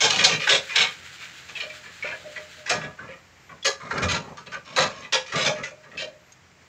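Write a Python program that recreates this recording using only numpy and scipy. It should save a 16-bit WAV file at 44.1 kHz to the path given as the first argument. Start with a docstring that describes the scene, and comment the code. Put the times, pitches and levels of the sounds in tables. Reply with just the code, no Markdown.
"""Loose quarry rock crunches and clatters under someone's feet, close by.
Each shift of weight drives a burst of small impacts: grit and stones answer first, then slabs rock
and the ground thuds. Single stones clink or hum in their natural modes. Far off an excavator's
diesel drones and rock sets its steel bucket booming. A gritty hiss fades away,
and a faint high whine enters later."""
import sys
import numpy as np
from scipy import signal
from scipy.fft import rfft, irfft
from scipy.io import wavfile

SR = 44100
rng = np.random.default_rng(int(sys.argv[2]) if len(sys.argv) > 2 else 0)


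def pcm_store(signal):
    """Save signal as 16-bit PCM."""
    levels = np.round(np.clip(np.atleast_2d(signal), -1, 1) * 32767)
    wavfile.write(sys.argv[1], SR, levels.astype(np.int16).T)


N = 294588

# spectral envelopes: (frequency [Hz], gain [dB])
AIR_SPECTRUM = [(25, -14), (45, -0.5), (65, 0.5), (140, 3), (250, -1.5), (600, -2.5), (1000, -3),
                (2200, -0.5), (3500, -9.5), (7000, -10.5), (10000, -15.5), (15000, 1.5)]
HISS_SPECTRUM = [(100, -51), (500, -26.5), (1000, -16), (1500, 0), (2400, -2.5), (4000, -5), (5500, -13),
                 (7000, -10), (9000, -12), (15000, 1.5)]
THUD_SPECTRUM = [(25, -30), (45, -8.5), (60, -15), (90, -8.5), (160, 0), (250, -5), (340, -14.5), (600, -6),
                 (1200, -55), (4000, -90)]
SLAB_SPECTRUM = [(40, -83.5), (150, -36), (310, -25.5), (420, 9), (530, 3.5), (760, -5.5), (1000, -5),
                 (1400, 1), (2500, -62), (5000, -44)]
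GRIT_SPECTRUM = [(30, -68.5), (100, -32.5), (300, -1), (900, -9), (1800, 0.5), (4000, 0.5), (5200, 0.5),
                 (6300, 3), (7400, -5.5), (15000, -25)]
MICROPHONE_RESPONSE = [(28, -19), (45, -13), (62, 0), (7600, -1), (8100, -12), (9400, -15), (10000, -24.5),
                       (10900, -24), (13500, -29.5), (15000, -31.5)]
# partials of the diesel's firing: (frequency [Hz], relative level [dB])
DIESEL_PARTIALS = [(87, -11.5), (130, -13.5), (174, -12.5)]
# course of the whine: (time [s], pitch [Hz])
WHINE_GLIDE = [(2.8, 12277), (3.33, 13088), (3.64, 12623), (4.27, 12956), (4.7, 12525), (5.94, 12554),
               (6.31, 12926), (6.5, 12304)]
# rock meets the bucket: (time [s], relative level [dB])
BUCKET_IMPACTS = [(1.63, -37.5), (2.04, -33), (2.12, -39), (2.235, -35.5), (2.37, -38.5), (2.57, -44.5),
                  (2.7, -30), (4.03, -37.5), (4.8, -30.5), (5.49, -27), (5.71, -42), (6.015, -32.5)]
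# modes of the steel bucket: (frequency [Hz], bandwidth [Hz], relative level [dB])
SHELL_MODES = [(540, 12, -2), (609.8, 11.3, 10), (704, 11, -49)]
# modes of a ringing stone or slab: (frequency / pitch [ratio], relative level [dB])
RING_MODES = [(0.999, -2.5), (1.045, -23), (1.37, -30), (1.832, -25)]
# a big slab tips and hums: (time [s], relative level [dB], pitch [Hz])
SLAB_TIPS = [(.499, -20, 415.4), (2.706, -17.5, 714), (2.8, -32, 152), (3.084, -30.5, 533),
             (3.652, -17, 546.5), (4.027, -18, 87.6), (4.778, -13.5, 526), (5.143, -17, 520),
             (5.39, -25, 530)]
# resonances shared by the whole bed of rubble: (frequency [Hz], bandwidth [Hz], gain [dB])
BED_RESONANCES = [(149, 20, 1.5), (1680, 23, 10), (2420, 21, 10.5), (2760, 50, -1), (3560, 130, 2),
                  (3950, 37, 7), (4345, 110, 3), (6060, 83, -13), (10850, 740, 5), (14800, 1800, 14)]
# rock knocks on rock: (time [s], relative crack level [dB], relative ring level [dB], pitch [Hz])
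ROCK_KNOCKS = [(.104, -11, -26, 3900), (0.244, -6.5, -11, 4120), (0.249, -17, -7, 3980),
               (0.473, -14, -15, 1572), (.494, -12, -11.5, 2970), (.758, -11, -20, 3340),
               (1.554, -47, -21.5, 2610), (1.604, -35, -21, 2430), (1.7, -41, -26, 2350),
               (2.025, -47, -18.5, 2245), (2.126, -47, -22, 1690), (2.697, -17.5, -22, 5040),
               (2.839, -41, -30, 2290), (2.989, -46, -26, 1540), (3.627, -37, -27, 3380),
               (3.653, -12.5, -33, 2800), (3.907, -17, -19, 1377), (3.978, -19, -21, 1600),
               (4.027, -20.5, -32, 2450), (4.09, -33, -17.5, 2475), (4.116, -17.5, -36, 3500),
               (4.54, -27, -24, 1564), (4.78, -13, -26, 970), (5.462, -30, -14, 3510),
               (5.635, -26.5, -19, 2010), (5.976, -44, -20.5, 2606), (6.321, -39.5, -40, 6600)]
# shifts of weight: (time [s], time under load [s], relative stone level [dB],
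# thud against stones [dB], grit offset [dB], middle pitch of the stones [Hz])
WEIGHT_SHIFTS = [(0.004, 0.057, -20, -16, -2, 3370), (0.096, 0.066, -24, -14.5, -5, 3270),
                 (0.184, 0.033, -20, -14.5, -6.5, 2480), (0.237, 0.014, -15, -27, -5.5, 4040),
                 (0.283, .05, -22.5, -10.5, -8, 2730), (0.395, 0.052, -27, -38, -12, 2370),
                 (0.468, 0.038, -24, -40, -5.5, 1800), (0.491, 0.055, -17, -23, -6.5, 3200),
                 (0.690, 0.067, -30.5, -39, -16, 2100), (0.754, 0.064, -16, -27, -19, 2880),
                 (0.841, 0.0072, -24.5, -33, -31, 2370), (1.180, .08, -42.5, -28, -20, 2420),
                 (1.485, 0.0088, -39, -13, -11, 2300), (1.550, 0.025, -33.5, -35, -35, 2530),
                 (1.600, 0.019, -29, -30, -32, 2590), (1.697, .005, -42.5, -32, -31, 2310),
                 (1.834, 0.044, -42.5, -15, -25, 1860), (2.021, 0.092, -32, -22, -42, 1900),
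                 (2.354, 0.022, -33, -37, -20, 1970), (2.658, 0.051, -32.5, -30, -9, 1840),
                 (2.693, 0.018, -25, -17.5, 0.5, 1770), (2.722, 0.032, -31, -4, -13, 1530),
                 (2.800, 0.049, -34.5, -5.5, -21, 2040), (2.972, 0.097, -45, -1.5, -25, 1540),
                 (3.080, 0.059, -44, -12.5, -30, 1960), (3.49, 0.021, -42, -6, -35, 1280),
                 (3.645, 0.029, -26, -29, 2.5, 1730), (3.800, 0.16, -41.5, -3, -12, 1300),
                 (3.904, 0.11, -34, 2, -13.5, 1470), (4.018, 0.019, -29.5, 1.5, -1, 1910),
                 (4.084, 0.068, -29.5, -3, -0.5, 2310), (4.214, 0.098, -47.5, 2, -13, 900),
                 (4.367, 0.019, -40, -11, -7.5, 1300), (4.459, 0.006, -39.5, -6, -15, 2160),
                 (4.517, .031, -32.5, -12, -14, 1540), (4.649, 0.3, -46, -0.5, -7, 2800),
                 (4.761, 0.068, -24.5, -9.5, 1, 1400), (4.96, 0.046, -47.5, -2.5, -3, 2480),
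                 (5.019, 0.029, -38.5, -15, -17, 1860), (5.123, 0.024, -21, -27.5, -2, 2870),
                 (5.259, 0.043, -43.5, -20, -2, 2210), (5.317, 0.027, -29, 1, -10.5, 1600),
                 (5.352, 0.081, -26.5, -9, -4.5, 2700), (5.446, .028, -24, -4.5, -2, 2450),
                 (5.553, .04, -39, -0.5, -10.5, 1990), (5.626, 0.035, -37, -24, -5, 1950),
                 (5.830, 0.03, -50.5, -1.5, -14, 1770), (5.909, 0.042, -46.5, -1, -21, 1790),
                 (5.971, 0.051, -31, -24, -16, 3080)]

BURST_SAMPLES = 24000  # length of one burst of impacts
BURST_TIME_S, BURST_HZ = np.arange(BURST_SAMPLES) / SR, np.fft.rfftfreq(BURST_SAMPLES, 1 / SR)
TIME_S = np.arange(N) / SR


def amp(db):
    """Amplitude grows tenfold with every 20 dB."""
    return 10 ** (np.asarray(db) / 20)


def unit(x):
    """Normalisation to rms 1."""
    return x / np.sqrt(np.mean(x ** 2) + 1e-20)


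def gain_db(spectrum, hz):
    """Interpolation of a spectral envelope on a log-frequency axis."""
    f, db = np.transpose(spectrum)
    return np.interp(np.log(hz + 1), np.log(f), db)


def add(mix, s, sound):
    """Superposition: a sound joins the mix at time s."""
    part = mix[max(round(s * SR), 0):][:len(sound)]
    part += sound[:len(part)]


def causal(db):
    """Causality: the minimum-phase response with this gain rings only after its cause."""
    log_gain = np.log(amp(np.maximum(np.r_[db, db[-2:0:-1]], -100)))
    return np.exp(np.conj(signal.hilbert(log_gain)))[:len(db)]


def tint(x, spectrum):
    """Zero-phase filtering imposes a spectral envelope."""
    hz = np.fft.rfftfreq(len(x), 1 / SR)
    return irfft(rfft(x) * amp(gain_db(spectrum, hz)), len(x))


def drift(size, cutoff_hz):
    """Low-passed noise gives a smooth random fluctuation of rms 1."""
    hz = np.fft.rfftfreq(size, 1 / SR)
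    return unit(irfft(rfft(rng.standard_normal(size)) / (1 + (hz / cutoff_hz) ** 4), size))


def contacts(size, per_s, spread_db):
    """A Poisson process: clicks at independent moments, their heights following a capped power law."""
    chance, height = rng.random((2, size))
    hit, out = chance < per_s / SR, np.zeros(size)
    swing = 2 * height[hit] - 1
    out[hit] = np.sign(swing) * amp(spread_db * np.minimum(-np.log(abs(swing) + 1e-9), 3.2))
    return out


def load(t, rise, hold, t60):
    """Exponential relaxation: an envelope rises, holds, then falls 60 dB in t60 (all times in s)."""
    return (1 - np.exp(-t / rise)) * amp(-60 * np.maximum(t - hold - rise, 0) / t60)


def open_air():
    """Broadband noise, slightly modulated in amplitude, is the sound of the open air."""
    noise = unit(tint(rng.standard_normal(N), AIR_SPECTRUM))
    return noise * amp(6.5 + 0.41 * drift(N, cutoff_hz=9.9))


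def diesel():
    """Periodic firing gives partials that waver together in pitch and separately in level."""
    speed = 1 + 0.01 * drift(N, cutoff_hz=2.5)
    phase_per_hz = 2 * np.pi * np.cumsum(speed) / SR
    return sum(amp(db + 1.7 * drift(N, cutoff_hz=8.4)) * np.sin(hz * phase_per_hz)
               for hz, db in DIESEL_PARTIALS)


def hiss():
    """Shot noise: dense clicks merge into a gritty hiss that fades slowly, then quickly."""
    grains = unit(tint(contacts(N, per_s=7800, spread_db=3.0), HISS_SPECTRUM))
    flicker_db = 2.0 * drift(N, cutoff_hz=11)
    level_db = -31 - 3.5 * TIME_S - 44 * np.maximum(TIME_S - 2.75, 0)
    return grains * amp(level_db + flicker_db)


def whine():
    """Frequency modulation: a thin tone glides and jitters, growing louder as it climbs."""
    times, pitches = np.transpose(WHINE_GLIDE)
    glide_hz = np.interp(TIME_S, times, pitches)
    hz = glide_hz * (1 + 0.011 * drift(N, cutoff_hz=300))
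    db = -48 + 190 * np.log2(glide_hz / 13100) + 4 * drift(N, cutoff_hz=4.8)
    return amp(db) * (TIME_S > times[0]) * np.sin(2 * np.pi * np.cumsum(hz) / SR)


def bucket():
    """Convolution: each contact of tumbling rock excites the damped modes of the steel shell."""
    t, out = np.arange(SR // 2) / SR, np.zeros(N)
    shell = sum(amp(db) * np.sin(2 * np.pi * hz * t) * np.exp(-np.pi * width * t)
                for hz, width, db in SHELL_MODES)
    force = load(t, rise=0.0044, hold=0.0048, t60=0.35)
    for s, db in BUCKET_IMPACTS:
        impacts = force * contacts(len(t), per_s=490, spread_db=3.0)
        boom = signal.fftconvolve(impacts, shell)[:len(t)]
        add(out, s, amp(db) * unit(boom) * np.sqrt(np.mean(force ** 2)))
    return out


def clinks_and_hums():
    """Free vibration: a rocking stone or slab rings unsteadily; smaller ones speak and die sooner."""
    t, out = np.arange(SR // 2) / SR, np.zeros(N)
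    struck_stones = [(s, db, hz) for s, _, db, hz in ROCK_KNOCKS]
    for s, db, hz in struck_stones + list(SLAB_TIPS):
        bulk = 567 / max(hz, 250)  # below 250 Hz the ground's damping limits the ring
        t60, rise = 0.24 * bulk ** 0.5, 0.0067 * bulk ** 1.5
        ring = np.zeros(len(t))
        for ratio, mode_db in RING_MODES:
            wobble = 0.47 * drift(len(t), cutoff_hz=12 / t60)
            ring += amp(mode_db) * np.sin(2 * np.pi * hz * ratio * t + wobble)
        add(out, s, amp(db) * ring * load(t, rise, 0, t60))
    return out


def stone_response(t60=0.053, ring_db=3.0, modes=44):
    """An irregular body has inharmonic modes: the spectrum of one tick and its short ring."""
    t = np.arange(6144) / SR
    place, phase, strength = rng.random((3, modes, 1))
    hz = 500 + 14500 * (np.arange(modes)[:, None] + 1.5 * place) / modes
    decay = 1000 ** (-t / (t60 * (2000 / hz) ** 0.46))  # t60 holds at 2 kHz; higher modes die sooner
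    ring = ((0.049 + strength) * np.sin(2 * np.pi * (hz * t + phase)) * decay).sum(0)
    knock = amp(ring_db) * ring / np.linalg.norm(ring)
    knock[0] += 1  # the tick
    return rfft(knock, BURST_SAMPLES)


def on_bed(db):
    """Resonance: the bed adds its peaks and dips to a spectrum, giving a causal response."""
    bed_db = sum(gain / (1 + (2 * (BURST_HZ - hz) / width) ** 2) for hz, width, gain in BED_RESONANCES)
    return causal(db + bed_db)


def heap(pitch_hz, octaves):
    """Size sets pitch: like stones share a spectral hump and, being small, radiate little bass."""
    hump_db = -25 * np.log10(1 + (np.log2((BURST_HZ + 1) / pitch_hz) / (2 * octaves)) ** 2)
    bass_cut_db = -10 * np.log10(1 + (220 / (BURST_HZ + 1)) ** 2)
    return on_bed(hump_db + bass_cut_db)


def clatter(stones, colour, force, per_s, spread_db):
    """Impact excitation: a stone chatters under the force, and its neighbour more faintly."""
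    pair = stones[rng.integers(0, len(stones), 2)] * amp([[0], [-7]])
    spectrum = sum(rfft(force * contacts(BURST_SAMPLES, per_s, spread_db)) * stone for stone in pair)
    return unit(irfft(colour * spectrum, BURST_SAMPLES)) * np.sqrt(np.mean(force ** 2))


def cracks(stones):
    """Rough contact: in a hard knock, rock faces meet at many points within milliseconds."""
    out = np.zeros(N)
    force = load(BURST_TIME_S, rise=0.0012, hold=0.003, t60=0.018)
    for s, db, _, pitch_hz in ROCK_KNOCKS:
        crack = clatter(stones, heap(pitch_hz, octaves=0.49), force, per_s=4000, spread_db=-0.5)
        add(out, s, amp(db - 2.5) * crack)
    return out


def footsteps(stones):
    """Inertia: grit and stones answer a step at once; slabs and ground follow and settle more slowly."""
    t, out = BURST_TIME_S, np.zeros(N)
    thud_colour = on_bed(gain_db(THUD_SPECTRUM, BURST_HZ))
    grit_colour = on_bed(gain_db(GRIT_SPECTRUM, BURST_HZ))
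    zing_colour = causal(-20 * np.log10(1 + ((BURST_HZ - 10620) / 490) ** 2))
    zing_force = load(t, rise=0.0035, hold=0.0097, t60=0.2)
    thud_lag_s = 0.01404  # the weight reaches the ground after the stones give way
    for s, hold, db, thud_db, grit_db, pitch_hz in WEIGHT_SHIFTS:
        stone_force = load(t, rise=0.0015, hold=hold, t60=0.2)
        crowd = np.clip(amp(0.4 * (db + 24.5)), 0.4, 1.6)  # a harder step moves more pieces
        grit = clatter(stones, grit_colour, stone_force, per_s=1000 * crowd, spread_db=2.0)
        add(out, s, amp(db + grit_db + 3.0) * grit)
        if grit_db > -5:  # only a very gritty step zings
            zing = clatter(stones, zing_colour, zing_force, per_s=900, spread_db=2.5)
            add(out, s, amp(db + 3.5 * grit_db - 6) * zing)

        stone_colour = heap(pitch_hz, octaves=0.31)
        rattle = clatter(stones, stone_colour, stone_force, per_s=1000 * crowd, spread_db=3.5)
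        add(out, s, amp(db) * rattle)

        slab_size = (2020 / pitch_hz) ** 0.13  # smaller stones lie on smaller slabs
        slab_colour = on_bed(gain_db(SLAB_SPECTRUM, BURST_HZ * slab_size))
        slab_force = load(t, rise=0.013, hold=hold, t60=0.23)
        slabs = clatter(stones, slab_colour, slab_force, per_s=580, spread_db=1.0)
        rocking = np.linalg.norm(amp([-15.5, grit_db - 5, thud_db]))  # driven by stones, grit, ground
        add(out, s, amp(db) * rocking * slabs)

        ground_force = load(t, rise=0.011, hold=hold, t60=0.24)
        thud = clatter(stones, thud_colour, ground_force, per_s=300, spread_db=2.0)
        add(out, s + thud_lag_s, amp(db + thud_db) * thud)
    return out


def scene():
    """Free-field superposition: near rubble and far machine add without echo in the open pit."""
    stones = np.array([stone_response() for _ in range(28)])
    rubble = footsteps(stones) + cracks(stones)
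    impacts = amp(-0.31) * rubble + amp(-1.5) * clinks_and_hums() + amp(-0.5) * bucket()
    distant = (diesel() + open_air()) * amp(-50 - 0.67 * TIME_S)
    return (impacts + distant + hiss() + whine())[None]


def record(dry):
    """Band limiting: a small microphone, dull in the top octave, then a steep low-pass filter."""
    low_pass = signal.firwin(511, 15700, window=("kaiser", 9), fs=SR)
    return signal.oaconvolve(tint(dry[0], MICROPHONE_RESPONSE), low_pass, "same")[None]


dry = scene()
out = record(dry)
pcm_store(out)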